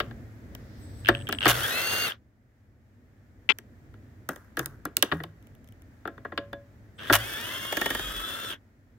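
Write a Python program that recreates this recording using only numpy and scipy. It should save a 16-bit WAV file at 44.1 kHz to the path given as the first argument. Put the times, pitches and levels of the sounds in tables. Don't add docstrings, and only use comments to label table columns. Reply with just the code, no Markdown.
import sys
import numpy as np
from scipy import signal
from scipy.fft import rfft, irfft, next_fast_len
from scipy.io import wavfile
from scipy.ndimage import uniform_filter1d, map_coordinates

SR = 44100
rng = np.random.default_rng(int(sys.argv[2]) if len(sys.argv) > 2 else 0)


def log_audio(samples):
    frames = np.atleast_2d(samples).T
    limited = np.clip(frames, -1, 1)
    pcm = np.round(limited * 32767).astype(np.int16)
    wavfile.write(sys.argv[1], SR, pcm)


N = 396018
TIME_S = np.arange(N) / SR
HIT_S = TIME_S[:SR // 3]

# time_s, level_db
AMBIENT_LEVEL = [(0, -41), (.3, -46.5), (1.3, -42.5), (2.3, -61), (4, -51.5), (6.8, -52), (9, -57)]
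# freq_hz, level_db
TRAFFIC_SPECTRUM = [(29, -40), (38, -8.5), (107, 1.5), (172, -15), (232, -6), (384, -18.5), (595, -23.5),
                    (700, -29), (910, -56.5), (1540, -120)]
AIR_SPECTRUM = [(350, -31.5), (600, -6.5), (1060, -13.5), (1850, -9), (2700, -22), (4010, -26), (7060, -27),
                (9240, -34), (15000, -29)]
GEAR_SPECTRUM_A = [(59, -31), (100, -3), (173, -13.5), (545, -6), (1010, -13), (1450, -1), (2380, -14),
                   (3410, -7), (4260, -19.5), (6000, -24), (7800, -50.5), (13200, -120)]
GEAR_SPECTRUM_B = [(59, -26.5), (100, 0.5), (167, -5), (332, 0.5), (484, -4.5), (574, 0.5), (795, -11),
                   (1630, 3.5), (2420, -12), (3410, 2.5), (4190, -20), (6000, -21.5), (7800, -40),
                   (13200, -120)]
HISS_SPECTRUM = [(2650, -28.5), (4500, -6.5), (4770, -7.5), (6460, -7.5), (7610, -10), (11800, -5.5),
                 (16000, -7)]
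# freq_hz, t60_s
YARD_DECAY = [(1500, .3), (14000, 0.082)]

# freq_hz, width_hz, gain_db
DECK_MODES = [(203, 96, -5.5), (300, 70, 3), (420, 140, -2)]
COVER_MODES = [(563, 60, -5), (720, 110, -3.5), (880, 180, -5.5), (1080, 180, -4.5), (1340, 140, -1),
               (1633, 120, -0.5), (1930, 85, -6)]
STEEL_MODES = [(2110, 480, 4.5), (2980, 312, 7.5), (3540, 380, 4), (4870, 810, -9.5)]
CRACK_MODES = [(5900, 1700, -1.1), (9170, 1600, -1.5), (12000, 2100, 0.77), (15500, 830, -1)]
GEARBOX_MODES = [(1636, 200, -3), (2800, 300, 0), (3270, 300, -1)]
CREAK_MODES = [(2040, 410, -1.5), (2590, 550, 2.5), (3270, 510, -1), (5500, 1682, -29)]
SOCKET_MODES = [(1380, 81, -6), (1663, 43, 0), (1850, 38, 1.5)]
# freq_hz, level_db, t60_s
SHEET_MODES = [(567, -3, .33), (668, -4, .18), (1050, -15, .33), (1667, 1, 0.16), (3499, -8, .09)]

# start_s, end_s
FIDDLE_SPANS = [(5.3, 5.85)]
# start_s, level_db, pitch_hz
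MOWER_BOOMS = [(1.088, -30, 119.8), (1.458, -28.5, 120.6), (4.58, -39.5, 138), (5.119, -33.5, 160.2),
               (7.109, -30, 110.6)]
# start_s, level_db
TOOL_SCRAPES = [(4.295, -41.5), (4.58, -37.5), (5.03, -44.5), (5.13, -46)]
# start_s, level_db, steel_rel_db, crack_rel_db, sheet_rel_db
TOOL_KNOCKS = [(0.001, -15.5, -8.5, -22.5, -29), (0.11, -37, -14, -32, -25), (0.55, -42.5, 0, 2, -26),
               (1.086, -4.5, -14.5, -20.5, -28.5), (1.289, -18.5, -19, -13.5, -27),
               (1.325, -20.5, -4.5, -10, -24), (1.455, -6, -15, -24, -32), (1.465, -10, -7.5, -20, -32),
               (3.586, -39, 0, 3, -34.5), (3.94, -45.5, -15.5, -25.5, -28), (4.289, -18.5, -23.5, -11, -31),
               (4.36, -37.5, -15, -8, -30), (4.57, -17.5, -17.5, -17.5, -30),
               (4.592, -19, -12.5, -7, -33.5), (4.659, -34.5, -7, 8, -23.5), (4.853, -20.5, -29, -11, -30),
               (4.968, -26.5, 5.5, 13, -28), (5.025, -13.5, 0.5, 0.5, -40), (5.115, -19, -14, -46, -35.5),
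               (5.12, -15.5, -13.5, -33, -36.5), (5.201, -27, -24, -48, -32),
               (5.236, -29.5, -7.5, -12.5, -25), (6.053, -22, -30.5, -45.5, -28.5),
               (6.075, -23, -25, -25.5, -22.5), (6.178, -35.5, -23.5, -35, -19),
               (6.249, -23.5, -33, -36, -29), (6.321, -27.5, -28, -47, -20), (6.376, -18, -9, -29.5, -18),
               (6.53, -26, -17.5, -26, -13.5), (7.098, -6, -23, -39, -21)]
# start_s, level_db, length_s
BOLT_RATTLES = [(1.479, -17, .036), (7.126, -16.5, 0.039)]
# start_s, level_db
SLACK_TICKS = [(1.048, -30), (1.1493, -24), (1.27, -30.5), (1.3855, -24.5)]
# start_s, end_s, level_db
CHATTER_SPANS = [(1.058, 1.09, -25.5), (1.108, 1.225, -41.5), (1.277, 1.356, -34.5), (1.403, 1.453, -23.5),
                 (2.065, 2.115, -31), (6.989, 7.107, -42), (8.5, 8.538, -33.5)]
# start_s, end_s, start_db
WHISTLE_SPANS = [(0.781, 1.26, -67.5), (1.319, 1.47, -55), (6.957, 7.15, -71)]

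# pulled_s, bolt_free_s, spin_up_s, let_go_s, run_down_s
DRILL_RUNS = [(1.42, 1.526, .088, 2.06, .125), (6.995, 7.13, .02, 8.51, .085)]
# time_s, speed_rps
TRIGGER_B = [(7.2, 258), (7.29, 294), (7.37, 286), (7.46, 330), (7.54, 349), (7.85, 375), (7.96, 403),
             (8.15, 431), (8.41, 458), (8.52, 436)]
# speed_multiple, level_db
GEAR_ORDERS_A = [(6, 0), (12, 2)]
GEAR_ORDERS_B = [(3, -7.5), (6, -6), (7.84, -2), (9, -4.5), (9.75, -11), (12, -4)]
BRUSH_OVERTONES_A = [(18, -12), (24, -16), (30, -16), (36, -15), (42, -14)]
BRUSH_OVERTONES_B = [(15, -13), (18, -11), (21, -18), (27, -17)]
TOP_SPEED_ORDERS = [(7.86, 0), (12.73, -7), (18, -14)]

CREEP_RPS, FULL_RPS = 40, 356
TIGHT_HISS_DB, STOP_HISS_DB = -23, -82
WHISTLE_FADE_S = .02


def amp(db):
    return 10 ** (np.asarray(db) / 20)


def unit(x):
    return x / np.sqrt(np.mean(x ** 2) + 1e-20)


def along(points, hz):
    freqs_hz, values = np.transpose(points)
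    return np.interp(np.log(hz + 1), np.log(freqs_hz + 1), values)


def curve(points):
    return np.interp(TIME_S, *np.transpose(points))


def gate(start_s, end_s, fade_s):
    return np.clip(np.minimum(TIME_S - start_s, end_s - TIME_S) / fade_s + 1, 0, 1)


def wobble(rate_hz):
    return map_coordinates(rng.standard_normal(int(N * rate_hz / SR) + 4), [TIME_S * rate_hz])


def filtered(x, response):
    n = x.shape[-1]
    size = next_fast_len(n + SR // 8)
    return irfft(rfft(x, size) * response(np.fft.rfftfreq(size, 1 / SR)), size)[..., :n]


def softened(x, cutoff_hz):
    return filtered(x, lambda hz: 1 / (1 + 1j * hz / cutoff_hz - (hz / cutoff_hz) ** 2) ** 2)


def white(n, width):
    mid, side = rng.standard_normal((2, n))
    return np.array([mid + width * side, mid - width * side])


def noise(spectrum, width):
    return unit(filtered(white(N, width), lambda hz: amp(along(spectrum, hz))))


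def pan(db):
    return amp([[db / 2], [-db / 2]])


def add(track, start_s, sound):
    part = track[:, max(round(start_s * SR), 0):][:, :sound.shape[1]]
    part += sound[:, :part.shape[1]]


def strike(modes, t60_s, width, attack_s=.00015):
    def response(hz):
        return sum((-1) ** k * amp(db) * 1j * hz * width_hz / (mode_hz ** 2 - hz ** 2 + 1j * hz * width_hz)
                   for k, (mode_hz, width_hz, db) in enumerate(modes))
    force = white(len(HIT_S), width) * amp(-60 * HIT_S / t60_s) * (1 - np.exp(-HIT_S / attack_s))
    ring = filtered(force, response)
    power = uniform_filter1d(np.mean(ring ** 2, axis=0), size=132)
    return ring / np.sqrt(power.max())


def tone(cycles, flutter_db, blur_rad):
    phase = 2 * np.pi * cycles + blur_rad * wobble(110)
    offset_rad = rng.uniform(.67, .91)
    return np.sqrt(2) * amp(flutter_db * wobble(45)) * np.sin([phase + offset_rad, phase - offset_rad])


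def background(hum_hz=103, hum_rel_db=-9, air_rel_db=-13.5):
    hum = amp(hum_rel_db + 1.8 * wobble(6)) * np.sin(2 * np.pi * hum_hz * TIME_S + .66 * wobble(3))
    rumble = noise(TRAFFIC_SPECTRUM, width=.2) * amp(1.5 * wobble(9))
    air = amp(air_rel_db + .6 * wobble(8.4)) * noise(AIR_SPECTRUM, width=.95)
    return amp(curve(AMBIENT_LEVEL)) * (rumble + hum + air)


def yard_reverb(x):
    hz, time_s, bins = signal.stft(white(SR // 2, width=.2), SR, nperseg=256)
    decay = amp(-60 * time_s / along(YARD_DECAY, hz)[:, None])
    tail = signal.istft(bins * decay, SR, nperseg=256)[1]
    return signal.fftconvolve(x, tail / np.linalg.norm(tail[0]), axes=1)[:, :N]


def fiddling(rate_hz=16, level_db=-57):
    out = np.zeros((2, N))
    for start_s, end_s in FIDDLE_SPANS:
        for place, size in rng.random((round(rate_hz * (end_s - start_s)), 2)):
            tick = strike(COVER_MODES + STEEL_MODES + CRACK_MODES, t60_s=.007, width=.91)
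            add(out, start_s + place * (end_s - start_s), amp(level_db + 5.8 * (size - .5)) * tick)
    return out


def booms(t60_s=.49, attack_s=.011, bed_rel_db=-8):
    out = np.zeros((2, N))
    for start_s, db, pitch_hz in MOWER_BOOMS:
        phase = 2 * np.pi * pitch_hz * HIT_S + wobble(30)[:len(HIT_S)]
        swing = np.sin(phase) + amp(bed_rel_db) * np.sin(phase / 2)
        envelope = amp(db + 5.5 - 60 * HIT_S / t60_s) * (1 - np.exp(-HIT_S / attack_s))
        add(out, start_s, envelope * np.array([swing, swing]))
    return out


def creak(start_s=3.4903, slip_db=-20.5, slip_gap_s=.0032, slide_db=-33.5, slide_gap_s=.0019):
    out = np.zeros((2, N))
    slips = [(start_s + k * slip_gap_s, slip_db) for k in range(6)]
    slide_s = start_s + len(slips) * slip_gap_s
    slide = [(slide_s + k * slide_gap_s, slide_db) for k in range(7)]
    for at_s, db in slips + slide:
        slip = strike(CREAK_MODES, t60_s=.003, width=.19, attack_s=.0001)
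        cover = amp(-13) * strike(COVER_MODES[2:], t60_s=.0042, width=.56)
        deck = amp(-21.5) * strike(DECK_MODES, t60_s=.0062, width=.0675)
        add(out, at_s, amp(db) * (slip + cover + deck))
    return softened(out, cutoff_hz=12000) * pan(db=20.5)


def scrapes(t60_s=.4, grain_db=4):
    out = np.zeros((2, N))
    for start_s, db in TOOL_SCRAPES:
        grains = unit(amp(grain_db * wobble(500)))[:len(HIT_S)]
        cover = strike(COVER_MODES[2:], t60_s, width=.5)
        edge = amp(-12) * strike(CRACK_MODES, t60_s, width=1)
        add(out, start_s, amp(db) * grains * (cover + edge))
    return out


def knocks(mid_t60_s=.031, mid_level_db=-20, mid_crack_db=-18.5):
    out = np.zeros((2, N))
    for start_s, db, steel_db, crack_db, sheet_db in TOOL_KNOCKS:
        weight_db = .19 * (db - mid_level_db)
        hardness_db = .18 * (crack_db - mid_crack_db)
        t60_s = mid_t60_s * amp(weight_db - max(hardness_db, 0))
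        deck = amp(-13) * strike(DECK_MODES, t60_s=.11, width=.12, attack_s=.002)
        cover = amp(-8) * strike(COVER_MODES, t60_s, width=.45, attack_s=.00031)
        body = softened(deck + cover * pan(db=5), cutoff_hz=3300)
        steel = amp(steel_db - 1.14) * strike(STEEL_MODES, 1.1 * t60_s, width=1)
        steel = softened(steel, cutoff_hz=8500 * amp(hardness_db)) * pan(db=3.5)
        crack = amp(crack_db) * strike(CRACK_MODES, .5 * t60_s, width=1) * pan(db=-5)
        sheet = sum(amp(mode_db + rng.normal(0, 3) - 60 * HIT_S / ring_s) * np.sin(2 * np.pi * hz * HIT_S)
                    for hz, mode_db, ring_s in SHEET_MODES)
        add(out, start_s, amp(db) * (body + steel + crack + amp(sheet_db) * sheet))
    return out


def rattles(rate_hz=170, fade_db=9):
    out = np.zeros((2, N))
    for start_s, db, length_s in BOLT_RATTLES:
        for delay_s in np.arange(0, length_s, 1 / rate_hz):
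            cover = amp(-3) * strike(COVER_MODES, t60_s=.027, width=.18)
            steel = amp(-3) * strike(STEEL_MODES, t60_s=.032, width=.65)
            crack = amp(-2) * strike(CRACK_MODES, t60_s=.028, width=1)
            at_s = start_s + delay_s * rng.uniform(.99, 1.1)
            gain = amp(db - fade_db * (delay_s / length_s) ** 2 + rng.normal(0, 1.7))
            add(out, at_s, gain * (cover + steel + crack))
    return out


def wobbling_bolt(start_s=7.724, turn_s=.0448, rub_db=-22.5, peak_turn=2.22, shake_db=-44.5):
    shake = noise([(31, -40), (43, -1), (70, -21), (500, -100)], width=.12)
    out = amp(shake_db) * gate(start_s + turn_s, start_s + .47, fade_s=.073) * shake
    for turn in range(7):
        socket = strike(SOCKET_MODES + COVER_MODES[:3], t60_s=.03, width=.52, attack_s=.0012)
        steel = amp(-4) * strike(STEEL_MODES, t60_s=.029, width=1, attack_s=.0018)
        deck = amp(-7.5) * strike(DECK_MODES, t60_s=.079, width=.12)
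        crack = amp(-7) * strike(CRACK_MODES, t60_s=.037, width=1)
        gain = amp(rub_db - .58 * (turn - peak_turn) ** 2)
        add(out, start_s + turn * turn_s, gain * (socket + steel + deck + crack))
    return out


def motor_speed(run, trigger_rps, brake_share=.65):
    _, free_s, spin_up_s, let_go_s, run_down_s = run
    wound_up = 1 - np.exp(-np.maximum(TIME_S - free_s, 0) / spin_up_s)
    braking = np.clip(1 - brake_share * (TIME_S - let_go_s) / run_down_s, 0, 1)
    return (CREEP_RPS + (trigger_rps - CREEP_RPS) * wound_up) * braking


def run_gain(run, tight_db, stop_db):
    pulled_s, free_s, _, let_go_s, run_down_s = run
    tight = np.clip((free_s - TIME_S) / (free_s - pulled_s), 0, 1)
    stopping = np.maximum(TIME_S - let_go_s, 0) / run_down_s
    running = gate(pulled_s, let_go_s + 2 * run_down_s, fade_s=.0167)
    return running * amp(tight_db * tight + stop_db * stopping ** 2)


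def stalled_motor(squeal_hz=13600, waver_hz=280, squeal_db=-72, hiss_db=-66):
    start_s, end_s = WHISTLE_SPANS[0][0], SLACK_TICKS[0][0]
    cycles = np.cumsum(squeal_hz + waver_hz * wobble(110)) / SR
    squeal = amp(squeal_db) * tone(cycles, flutter_db=3, blur_rad=.4)
    hiss = amp(hiss_db) * noise([(2000, -30), (3500, 0), (5500, -.5), (8000, -25)], width=1)
    return gate(start_s, end_s, WHISTLE_FADE_S) * squeal + gate(start_s, end_s, fade_s=.3) * hiss


def speed_control(run, speed_rps, switch_hz=8070, rise_db_per_s=28.5, sideband_db=-61):
    gain = np.zeros(N)
    for start_s, end_s, db in WHISTLE_SPANS:
        held_s = np.clip(TIME_S - start_s, 0, end_s - start_s)
        gain += gate(start_s, end_s, WHISTLE_FADE_S) * amp(db + rise_db_per_s * held_s)
    whistle = gain * tone(switch_hz * TIME_S, flutter_db=4, blur_rad=.15)
    sideband = tone(switch_hz * TIME_S + 2 * np.cumsum(speed_rps) / SR, flutter_db=-3, blur_rad=.4)
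    return whistle + amp(sideband_db) * run_gain(run, TIGHT_HISS_DB, STOP_HISS_DB) * sideband


def gear_ticks(rate_hz=100):
    out = np.zeros((2, N))
    chatter = [(at_s + rng.random() / rate_hz / 2, db + 2 * rng.normal())
               for start_s, end_s, db in CHATTER_SPANS for at_s in np.arange(start_s, end_s, 1 / rate_hz)]
    for at_s, db in list(SLACK_TICKS) + chatter:
        click = amp(-3.5) * softened(strike(GEARBOX_MODES, t60_s=.0093, width=.99), cutoff_hz=5200)
        crack = amp(-26.5) * strike(CRACK_MODES, t60_s=.012, width=.87)
        add(out, at_s, amp(db) * (click + crack))
    return out


def top_speed_whine(speed_rps, onset_rps=318, top_db=-31, swell_db=6):
    turns = np.cumsum(speed_rps) / SR
    whine = sum(amp(db) * tone(order * turns, flutter_db=2, blur_rad=.004 * order ** 2)
                for order, db in TOP_SPEED_ORDERS)
    near_top = np.clip((speed_rps - onset_rps) / (FULL_RPS - onset_rps), 0, 1)
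    gain = np.minimum(10 * near_top, 1) * amp(top_db - swell_db * (1 - near_top))
    return gain * whine * pan(db=.5)


def drill(run, speed_rps, orders, overtones, spectrum, gear_db, hiss_db, drift_db, pan_db, blur_rad):
    pulled_s, _, _, let_go_s, _ = run
    free_s = run[1]
    turns = np.cumsum(speed_rps * (1 + .004 * wobble(30))) / SR
    throb = amp(1.8 * wobble(250))
    grind = noise(spectrum, width=.59) * throb
    whine = sum(amp(db) * tone(order * turns, flutter_db=3.2, blur_rad=blur_rad) for order, db in orders)
    whine *= np.clip(speed_rps / 280, 0, 1) ** 3
    whine = filtered(whine, lambda hz: amp(.8 * along(spectrum, hz)))
    gears = amp(gear_db) * run_gain(run, tight_db=-3.5, stop_db=-46) * (grind + whine)

    wander_turns = .011 * wobble(260)
    sparking = unit(amp(2.2 * wobble(900)))
    hiss = noise(HISS_SPECTRUM, width=1) * throb * sparking * (1 + .26 * np.sin(2 * np.pi * turns))
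    brush_lines = sum(amp(db) * tone(order * (turns + wander_turns), flutter_db=4, blur_rad=blur_rad)
               for order, db in overtones)
    hiss += filtered(brush_lines, lambda hz: amp(along(HISS_SPECTRUM, hz) + 6) ** 2)
    drift = amp(np.interp(TIME_S, [free_s, let_go_s], [0, drift_db]))
    hiss *= amp(hiss_db) * run_gain(run, TIGHT_HISS_DB, STOP_HISS_DB) * drift
    return gears * pan(pan_db) + hiss * pan(db=-3)


def scene():
    run_a, run_b = DRILL_RUNS
    speed_a_rps = motor_speed(run_a, FULL_RPS)
    speed_b_rps = motor_speed(run_b, curve(TRIGGER_B))
    first = drill(run_a, speed_a_rps, GEAR_ORDERS_A, BRUSH_OVERTONES_A, GEAR_SPECTRUM_A,
                  gear_db=-32, hiss_db=-35.5, drift_db=.5, pan_db=2.5, blur_rad=1.9)
    second = drill(run_b, speed_b_rps, GEAR_ORDERS_B, BRUSH_OVERTONES_B, GEAR_SPECTRUM_B,
                   gear_db=-39, hiss_db=-42, drift_db=-2.5, pan_db=2, blur_rad=.88)
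    motor = first + second + top_speed_whine(speed_a_rps)
    motor += speed_control(run_b, speed_b_rps) + stalled_motor() + gear_ticks()
    contacts = knocks() + rattles() + wobbling_bolt() + scrapes() + fiddling()
    return motor + contacts + booms() + creak() + amp(-20) * yard_reverb(contacts) + background()


def record(dry):
    return filtered(dry, lambda hz: 1 / (1 + (hz / 15900) ** 120))


dry = scene()
out = record(dry)
log_audio(out)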